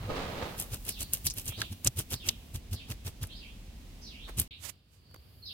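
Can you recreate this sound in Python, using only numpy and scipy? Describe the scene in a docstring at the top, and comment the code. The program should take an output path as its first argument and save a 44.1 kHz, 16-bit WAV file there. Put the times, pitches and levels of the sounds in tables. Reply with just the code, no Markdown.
"""Outdoors on a wooden deck, someone scales a carp on a board while small birds chirp in the trees.
After a shuffle come quick knife strokes: showers of tiny clicks rasp and crunch, low noise thuds in the board,
and single scales snap off as a crack followed by a short ring. The birds are fast, echoing tone sweeps.
After a short break the scene is a quiet lawn, made of soft noise, where a hand rubs over the wet fish."""
import sys
import numpy as np
from scipy import signal
from scipy.fft import rfft, irfft
from scipy.io import wavfile
from scipy.ndimage import uniform_filter1d

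SR = 44100
rng = np.random.default_rng(int(sys.argv[2]) if len(sys.argv) > 2 else 0)


def master(y):
    """Save y as 16-bit WAV."""
    cut = np.clip(np.atleast_2d(y).T, -1, 1)
    pcm = np.round(cut * 32767)  # scale
    wavfile.write(sys.argv[1], SR, pcm.astype(np.int16))


N = 244168
TIME = np.arange(N) / SR
BREAK_START, BREAK_END = 4.478, 4.509  # silence between deck and lawn, s
CHANNEL_LAG = 4  # clicks and cracks reach the right channel this many samples later


def undb(db):
    """Turn decibels into a gain."""
    return 10 ** (np.asarray(db) / 20)


def unit(x):
    """Scale a sound to an average (rms) strength of 1."""
    return x / np.sqrt(np.mean(x ** 2) + 1e-20)


def curve(rows):
    """Gain over time from (t/s, level/dB) rows, practically silent outside them."""
    s, db = np.transpose(rows)
    return undb(np.interp(TIME, s, db, left=-140, right=-140))


def response(points):
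    """Gain at every frequency from (f/Hz, level/dB) points."""
    hz, db = np.transpose(points)
    f = np.maximum(np.fft.rfftfreq(N, 1 / SR), 1)
    return undb(np.interp(np.log(f), np.log(hz), db))


def colour(x, points):
    """Shape a sound's spectrum by (f/Hz, level/dB) points and scale it to rms 1."""
    return unit(irfft(rfft(x) * response(points), N))


def band(x, hz, width):
    """One resonance: frequencies near hz pass, the others are weakened."""
    hz = min(hz, .42 * SR)
    b, a = signal.iirpeak(hz, hz / min(width, SR / 4), fs=SR)
    return signal.lfilter(b, a, x)


def walk(rate):
    """Smooth random wander through `rate` new points per second, spread near 1."""
    points = rng.standard_normal(8192)
    return np.interp(TIME * rate, np.arange(len(points)), points)


def grains(per_s, spread_db, scatter=2.4):
    """Many tiny clicks of unequal size; the lag between the channels scatters (in samples)."""
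    per_channel = rng.standard_normal((3, N))
    at = np.flatnonzero(rng.random(N) < per_s / SR)
    sign = rng.choice([-1, 1], N)
    size = sign * undb(spread_db * np.minimum(rng.exponential(size=N), 4))
    left, right = size * undb(2 * per_channel[:2])
    lag = CHANNEL_LAG + scatter * per_channel[2, at]
    later = np.round(at + lag).astype(int) % N
    return np.array([np.bincount(at, left[at], N), np.bincount(later, right[at], N)])


def swell(s, rise, fall, shape=1.24):
    """Pressure that peaks at time s; it is a tenth one rise before and one fall after."""
    span = np.abs(TIME - s) < 5 * max(rise, fall)
    from_peak = TIME[span] - s
    out = np.zeros(N)
    out[span] = 10 ** -(np.abs(from_peak / np.where(from_peak < 0, rise, fall)) ** shape)
    return out


def moves(rows):
    """Gain over time of overlapping rubbing moves, from (t/s, rise/s, fall/s, level/dB) rows."""
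    return np.sqrt(sum((undb(db) * swell(s, rise, fall)) ** 2 for s, rise, fall, db in rows))


def burst(x, env, db):
    """A stretch of x under an envelope, with level db at its crest."""
    return unit(x * env) * undb(db) * np.sqrt(np.mean(env ** 2))


def add(out, s, x):
    """Mix x in at time s."""
    i = max(int(s * SR), 0)
    out[i:i + len(x)] += x[:N - i]


def diffuse(points, alike_hz=600):
    """Noise from all around: nearly the same in both channels in the bass, unrelated high up."""
    f = np.fft.rfftfreq(N, 1 / SR)
    alike = .97 / (1 + (f / alike_hz) ** 2)
    mid, side = rfft(rng.standard_normal((2, N))) * np.sqrt([1 + alike, 1 - alike])
    return colour(irfft(np.array([mid + side, mid - side]), N), points)


def outdoors():
    """Noise makes low rumble and leaf hiss over the deck, then a quieter lawn with a faint grasshopper."""
    # spectrum of the air over the deck: f/Hz, level/dB
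    deck_air = [(18, -26.5), (28, -8), (42, 4), (65, -2.5), (130, -12.5), (220, -12), (400, -24.5),
                (800, -29.5), (1400, -36), (2600, -30), (4800, -33.5), (7300, -37.5), (16000, -41.5)]
    # spectrum of the air over the lawn: f/Hz, level/dB
    lawn_air = [(20, -23.5), (50, -2), (85, 6.5), (160, -8.5), (300, -16), (600, -23), (1000, -28),
                (2000, -30), (3000, -24.5), (4000, -28.5), (4700, -20.5), (5700, -37.5), (16000, -37)]
    # fine treble hiss of leaves over the deck: t/s, level/dB
    leaf_hiss = [(0, -58), (.6, -53.5), (1.3, -53.5), (1.8, -59.5), (2.6, -63.5)]
    # breeze over the lawn: t/s, level/dB
    breeze = [(4.5, -54.5), (4.7, -54.5), (4.82, -63.5), (4.95, -59), (5.2, -55), (5.56, -55.5)]
    # grasshopper: t/s, level/dB
    grasshopper = [(5.1, -76), (5.28, -71), (5.56, -61)]
    deck_db = -47.5  # the level wanders around this
    deck = diffuse(deck_air) * undb(deck_db + .8 * walk(4.3))
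    hiss = diffuse([(1500, -6.5), (4000, -3.0), (9000, -0.5), (16000, 3.5)]) * curve(leaf_hiss)
    lawn = diffuse(lawn_air) * curve(breeze) * undb(0.7 * walk(8.1))
    wings = unit(band(band(rng.standard_normal((2, N)), 11300, 2200), 14500, 2500))
    return np.where(TIME < BREAK_END, deck + hiss, lawn + wings * curve(grasshopper))


def birds():
    """Birds sing gliding tones whose pitch trills fast, blurred by echoes among the trees."""
    # bird calls, two glides with a turn between: t/s, first glide/s, second glide/s,
    # start f/Hz, turn f/Hz, end f/Hz, trill depth/Hz, level/dB
    calls = [(0.875, 0.041, 0.08, 6060, 4280, 2750, 500, -45.5),
             (.995, 0.026, 0.017, 3600, 4450, 4500, 250, -46),
             (1.488, 0.093, 0.077, 2700, 4460, 2730, 535, -44),
             (2.12, 0.027, 0.033, 5300, 4770, 4180, 460, -46),
             (2.189, 0.071, .036, 3555, 2670, 3850, 342, -44),
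             (2.726, 0.046, 0.049, 5400, 3670, 2625, 454, -45),
             (3.278, 0.09, 0.04, 2987, 4720, 3990, 520, -47),
             (3.394, 0.053, 0.057, 3330, 2585, 3220, 385, -49.5),
             (4.008, 0.051, 0.04, 5840, 4810, 3910, 706, -48),
             (4.094, 0.055, 0.11, 3300, 2540, 4070, 374, -48),
             (4.476, .036, 0.0337, 4310, 3047, 3700, 740, -44),
             (5.031, 0.072, 0.08, 4500, 4580, 4610, 115, -63),
             (5.417, 0.018, 0.018, 4400, 4250, 4280, 150, -43.5),
             (5.448, 0.038, 0.031, 4870, 4006, 3090, 620, -39.5)]
    trill_per_s, fade_s = 130, 0.01
    song = np.zeros(N)
    trill_rate = trill_per_s * (1 + .2 * walk(60))
    trill = np.sin(2 * np.pi * np.cumsum(trill_rate) / SR) + 0.21 * walk(700)
    for s, first, second, start_hz, turn_hz, end_hz, depth_hz, db in calls:
        length = first + second
        n, i = int(length * SR), int(s * SR)
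        corners = np.log([start_hz, turn_hz, end_hz])
        glide = np.exp(np.interp(TIME[:n], [0, first, length], corners))
        hz = glide + depth_hz * trill.take(np.arange(i, i + n), mode="wrap")
        fade = signal.windows.tukey(n, 2 * fade_s / length)
        add(song, s, undb(db) * fade * np.sin(2 * np.pi * np.cumsum(hz) / SR))
    song = song * undb(1.9 * walk(70))
    # echoes: random noise dying away, different in each channel
    t = TIME[:SR]
    near_t60, far_t60 = .27, 1.3  # time to fade by 60 dB, s
    fading = undb(-60 * t / near_t60) + undb(-19 - 60 * t / far_t60)
    trees = rng.standard_normal((2, SR)) * fading
    return np.array([signal.fftconvolve(song, echo / np.linalg.norm(echo))[:N] for echo in trees])


def handling():
    """Rubbing and squishing are dense tiny clicks; the palm on wet skin is noise, mostly on the right."""
    # the knee shifts on the deck: t/s, rise/s, fall/s, drag level/dB, clothes rustle level/dB
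    shuffle = [(.05, 0.15, 0.079, -68, -46), (.106, 0.033, 0.12, -32.5, -39.5),
               (0.171, 0.047, 0.076, -37, -35.5), (.21, .05, 0.39, -39, -39),
               (0.43, 0.024, 0.019, -33, -36.5), (.44, 0.24, 0.24, -44, -40)]
    # soft handling of fish and knife: t/s, length/s, level/dB
    squishes = [(1.524, 0.0091, -45), (4.292, 0.026, -43), (5.113, 0.0032, -56), (5.145, 0.006, -46.5),
                (5.162, 0.0039, -48)]
    # the hand slides on wet skin: t/s, rise/s, fall/s, level/dB
    rub = [(4.655, 0.048, 0.048, -36), (4.697, 0.03, 0.013, -35), (4.94, 0.062, 0.091, -63)]
    # resonances of the deck planks: f/Hz, width/Hz, level/dB
    planks = [(446, 97, -2), (1252, 36, -4)]
    # spectrum of the drag over the deck: f/Hz, level/dB
    drag_colour = [(120, 9), (230, 6), (400, -8), (560, 0.5), (800, -1.5), (1200, -6), (2000, -44.5)]
    # spectrum of the clothes: f/Hz, level/dB
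    cloth_colour = [(500, 6.5), (1000, 5), (1900, 0.5), (4000, -2.5), (5500, -11.5), (7500, -16.5),
                    (16000, -33)]
    # spectrum of the squishing fish: f/Hz, level/dB
    squish_colour = [(150, -2.5), (450, -2), (950, -3), (1500, -4), (2400, -10.5), (5000, -17),
                     (15000, -18.5)]
    # spectrum of the hand on skin: f/Hz, level/dB
    skin_colour = [(120, -44), (200, -7), (294, -3), (529, -9), (1300, -9.5), (1940, -6), (5130, -5.5),
                   (7410, -1.5), (15100, -6.5), (16000, -24)]
    s, rise, fall, drag_db, rustle_db = np.transpose(shuffle)

    grit = colour(grains(per_s=3000, spread_db=4.5, scatter=10.7), drag_colour)
    rings = unit(sum(undb(db) * band(grit, hz, width) for hz, width, db in planks))
    drag = unit(grit + undb(-0.5) * rings)
    drag = drag * moves(zip(s, rise, fall, drag_db)) * undb(0.7 * walk(42.2))

    cloth = colour(grains(per_s=5100, spread_db=1.0, scatter=11), cloth_colour)
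    cloth = cloth * moves(zip(s, rise, fall, rustle_db)) * undb(0.4 * walk(62))

    wet = colour(grains(per_s=4100, spread_db=2.5, scatter=13), squish_colour)
    squish = sum(burst(wet, swell(s, length, 1.07 * length), db) for s, length, db in squishes)

    left_db = -25  # palm in the left channel against the right
    palm = colour(rng.standard_normal((2, N)), skin_colour) * moves(rub)
    return drag + cloth + squish + palm * np.array([[undb(left_db)], [1]])


def snaps():
    """A scale tears loose with a crack, then flutters at its own pitch, differently in each channel."""
    # scales snapping off, and the faint ticks of the blade landing at the start of a stroke: t/s, level/dB,
    # ring f/Hz, time to fade by 60 dB/s
    cracks = [(0.5992, -26, 12800, .003), (.7425, -32, 13000, .007), (.851, -41, 12100, 0.0082),
              (0.893, -28, 9700, 0.01), (1.007, -34.5, 6760, 0.016), (1.1343, -18, 11400, .016),
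              (1.2456, -43, 11000, .007), (1.2666, -23.5, 10100, 0.014), (1.268, -21.5, 4700, 0.061),
              (1.3, -29.5, 5330, 0.059), (1.307, -31, 5800, 0.057), (1.338, -39, 11900, 0.022),
              (1.4563, -37, 9300, 0.0094), (1.479, -30.5, 6530, 0.029), (1.6164, -24, 1610, 0.024),
              (1.6178, -27.5, 3920, 0.0059), (1.8464, -22.5, 8100, .014), (1.8721, -14, 6200, .018),
              (1.969, -45, 8800, .008), (1.9896, -25.5, 10600, 0.024), (2.1058, -39, 12100, 0.011),
              (2.14, -28.5, 3920, 0.013), (2.2873, -20.5, 5300, 0.0066), (2.2899, -17.5, 3660, 0.016),
              (2.9207, -39.5, 2030, 0.0053), (3.238, -38.5, 1500, 0.014), (3.27, -45.5, 9850, 0.022),
              (4.385, -30, 7780, .012), (4.398, -16.5, 11200, .016)]
    crack_hz, crack_s = 8990, 0.00058  # the crack's pitch lies between this and the ring's; its decay
    flutter_rise_s, flutter_db = 0.0033, -0.5  # the ring builds up after the crack; level against it
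    loud_s = 0.0022  # the table's level is that of the whole snap squeezed into this time
    pan_db = 1.0  # left against right
    t, out = TIME[:2048], np.zeros((2, N))
    noises = rng.standard_normal((len(cracks), 3, len(t)))
    for (s, db, hz, t60), noise in zip(cracks, noises):
        tear_hz = np.sqrt(hz * crack_hz)
        crack = band(noise[2] * t * np.exp(-t / crack_s), tear_hz, 0.34 * tear_hz)
        crack = np.array([crack, np.roll(crack, CHANNEL_LAG)])
        width = 0.47 * hz
        ring = band(band(noise[:2], hz, width), hz, width)
        flutter = ring * undb(-60 * t / t60) * (1 - np.exp(-t / flutter_rise_s))
        snap = unit(unit(crack) + undb(flutter_db) * unit(flutter))
        snap = snap * undb(db) * np.sqrt(loud_s * SR / len(t))
        add(out[0], s, undb(pan_db / 2) * snap[0])
        add(out[1], s, undb(-pan_db / 2) * snap[1])
    return out


def knife():
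    """Each stroke lands, rakes the scale edges, tears their roots, squeezes wet flesh and rocks the board."""
    # knife strokes: blade lands t/s, rise/s, fall/s, rasp on the scales level/dB,
    # bite into the flesh level/dB, thud of the board level/dB
    strokes = [(.576, 0.027, 0.049, -35, -48.5, -41.5), (0.709, 0.027, 0.042, -41.5, -45, -37),
               (0.8534, 0.041, 0.038, -34, -46, -47.5), (0.991, 0.03, 0.026, -35.5, -45, -40),
               (1.125, 0.011, 0.05, -35.5, -45.5, -51), (1.2465, 0.023, 0.021, -27, -45, -36),
               (1.359, 0.023, 0.051, -36, -48, -40.5), (1.456, 0.036, .025, -35.5, -49, -36),
               (1.572, 0.032, 0.064, -47.5, -43, -37), (1.708, 0.02, 0.017, -47, -52.5, -37),
               (1.8473, 0.026, 0.014, -32, -34.5, -30.5), (1.969, 0.026, 0.031, -34.5, -41, -32.5),
               (2.1036, 0.038, 0.02, -34.5, -41, -36), (2.246, 0.038, 0.038, -40, -43.5, -40.5),
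               (2.54, 0.019, 0.023, -42, -47.5, -36), (2.715, 0.023, 0.028, -41, -48.5, -31),
               (2.885, .029, 0.028, -43, -44.5, -36), (3.049, 0.024, 0.035, -41.5, -45.5, -35.5),
               (3.214, 0.018, 0.03, -42, -47.5, -33), (4.375, .021, 0.041, -31, -43.5, -31.5)]
    # the board is bumped: t/s, length/s, level/dB
    bumps = [(0.035, 0.1, -37.5), (0.088, 0.032, -41)]
    # spectrum of the blade on scale edges: f/Hz, level/dB
    rasp_colour = [(2500, -40), (5000, -17.5), (6500, -8.5), (8500, 0), (11500, 0), (14000, 1), (16000, -8)]
    # spectrum of tearing roots: f/Hz, level/dB
    crunch_colour = [(1000, -29), (1900, -10), (2800, 3.5), (4200, -1), (6000, 0.5), (8000, -3.5),
                     (14000, -32.5)]
    # spectrum of the wet flesh: f/Hz, level/dB
    flesh_colour = [(120, 0), (210, 2.5), (370, 1.5), (550, -3.5), (1000, -8.5), (1600, -8.5), (2600, -19),
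                    (5000, -39)]
    # spectrum of the board: f/Hz, level/dB
    thud_colour = [(15, -47), (30, -22), (50, -11), (85, 1.5), (115, -1), (150, -15), (220, -19.5),
                   (400, -35.5), (900, -60.5)]
    landing_s = 0.018  # time the blade takes to settle on the skin
    run_up = 1.3  # the push starts this many rise times before its crest: the blade lands pressing
    crunch_db = 0.8  # tearing roots, over the mean of rasp and bite
    thud_lead_s = 0.0034  # the board gives just before the blade is through
    # small scales flick off: rate, level against the rasp, span against the stroke
    flicks_per_s, flick_db, flick_spread = 80, -7, 0.68

    # the blade catches and slips from row to row: every slip frees a brief shower of clicks
    slips = (rng.random(N) < 210 / SR) * np.minimum(rng.exponential(size=N), 2)
    catch = 1 + signal.lfilter([1], [1, -np.exp(-1 / (.0014 * SR))], slips)
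    edges = colour(grains(per_s=7000, spread_db=2.6, scatter=1.2), rasp_colour) * catch
    roots = colour(grains(per_s=2900, spread_db=-2.0, scatter=1.7), crunch_colour) * catch
    wet = colour(grains(per_s=2200, spread_db=4.5, scatter=9.8), flesh_colour)
    board = colour(rng.standard_normal(N), thud_colour)
    # each flick is a very short puff of noise
    t = TIME[:512]
    flick = rng.standard_normal((1, len(t))) * t * np.exp(-t / 0.00073)
    flicks = signal.fftconvolve(grains(flicks_per_s, spread_db=8.5), flick)[:, :N]
    flicks = colour(flicks, rasp_colour)

    out = np.zeros((2, N))
    for s, rise, fall, rasp_db, bite_db, thud_db in strokes:
        crest = s + rise
        landed = np.clip((TIME - s) / landing_s + 1, 0, 1)
        pressure = landed * swell(crest, run_up * rise, fall)
        out += burst(edges, pressure, rasp_db)
        out += flicks * pressure ** (1 / flick_spread) * undb(rasp_db + flick_db)
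        out += burst(roots, pressure, (rasp_db + bite_db) / 2 + crunch_db)
        out += burst(wet, pressure, bite_db)
        rocking = swell(crest - thud_lead_s, rise=0.03, fall=0.035, shape=2.17)
        out += burst(board, rocking, thud_db)
    for s, length, db in bumps:
        out += burst(board, swell(s, length, length), db)
    return out


def scene():
    """All sources together, in a left and a right channel."""
    return outdoors() + birds() + handling() + snaps() + knife()


def record(dry):
    """Each channel gets its own colour; sound drops out between the two places, and the top is cut."""
    # colour difference of the channels: f/Hz, left minus right level/dB
    balance = [(70, 0), (300, -2), (600, -2.5), (1300, -5), (2500, -3), (5000, -3), (8500, 0.5),
               (15000, 0.5)]
    top_hz = 16100
    tilt = np.sqrt(response(balance))  # half the difference goes to each channel
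    heard = irfft(rfft(dry) * np.array([tilt, 1 / tilt]), N)
    sounding = (TIME < BREAK_START) | (TIME > BREAK_END)
    running = uniform_filter1d(1. * sounding, size=64)  # softens the edges of the break
    top_cut = signal.ellip(10, .2, 70, top_hz, fs=SR, output="sos")
    return signal.sosfilt(top_cut, heard * running)


dry = scene()
out = record(dry)
master(out)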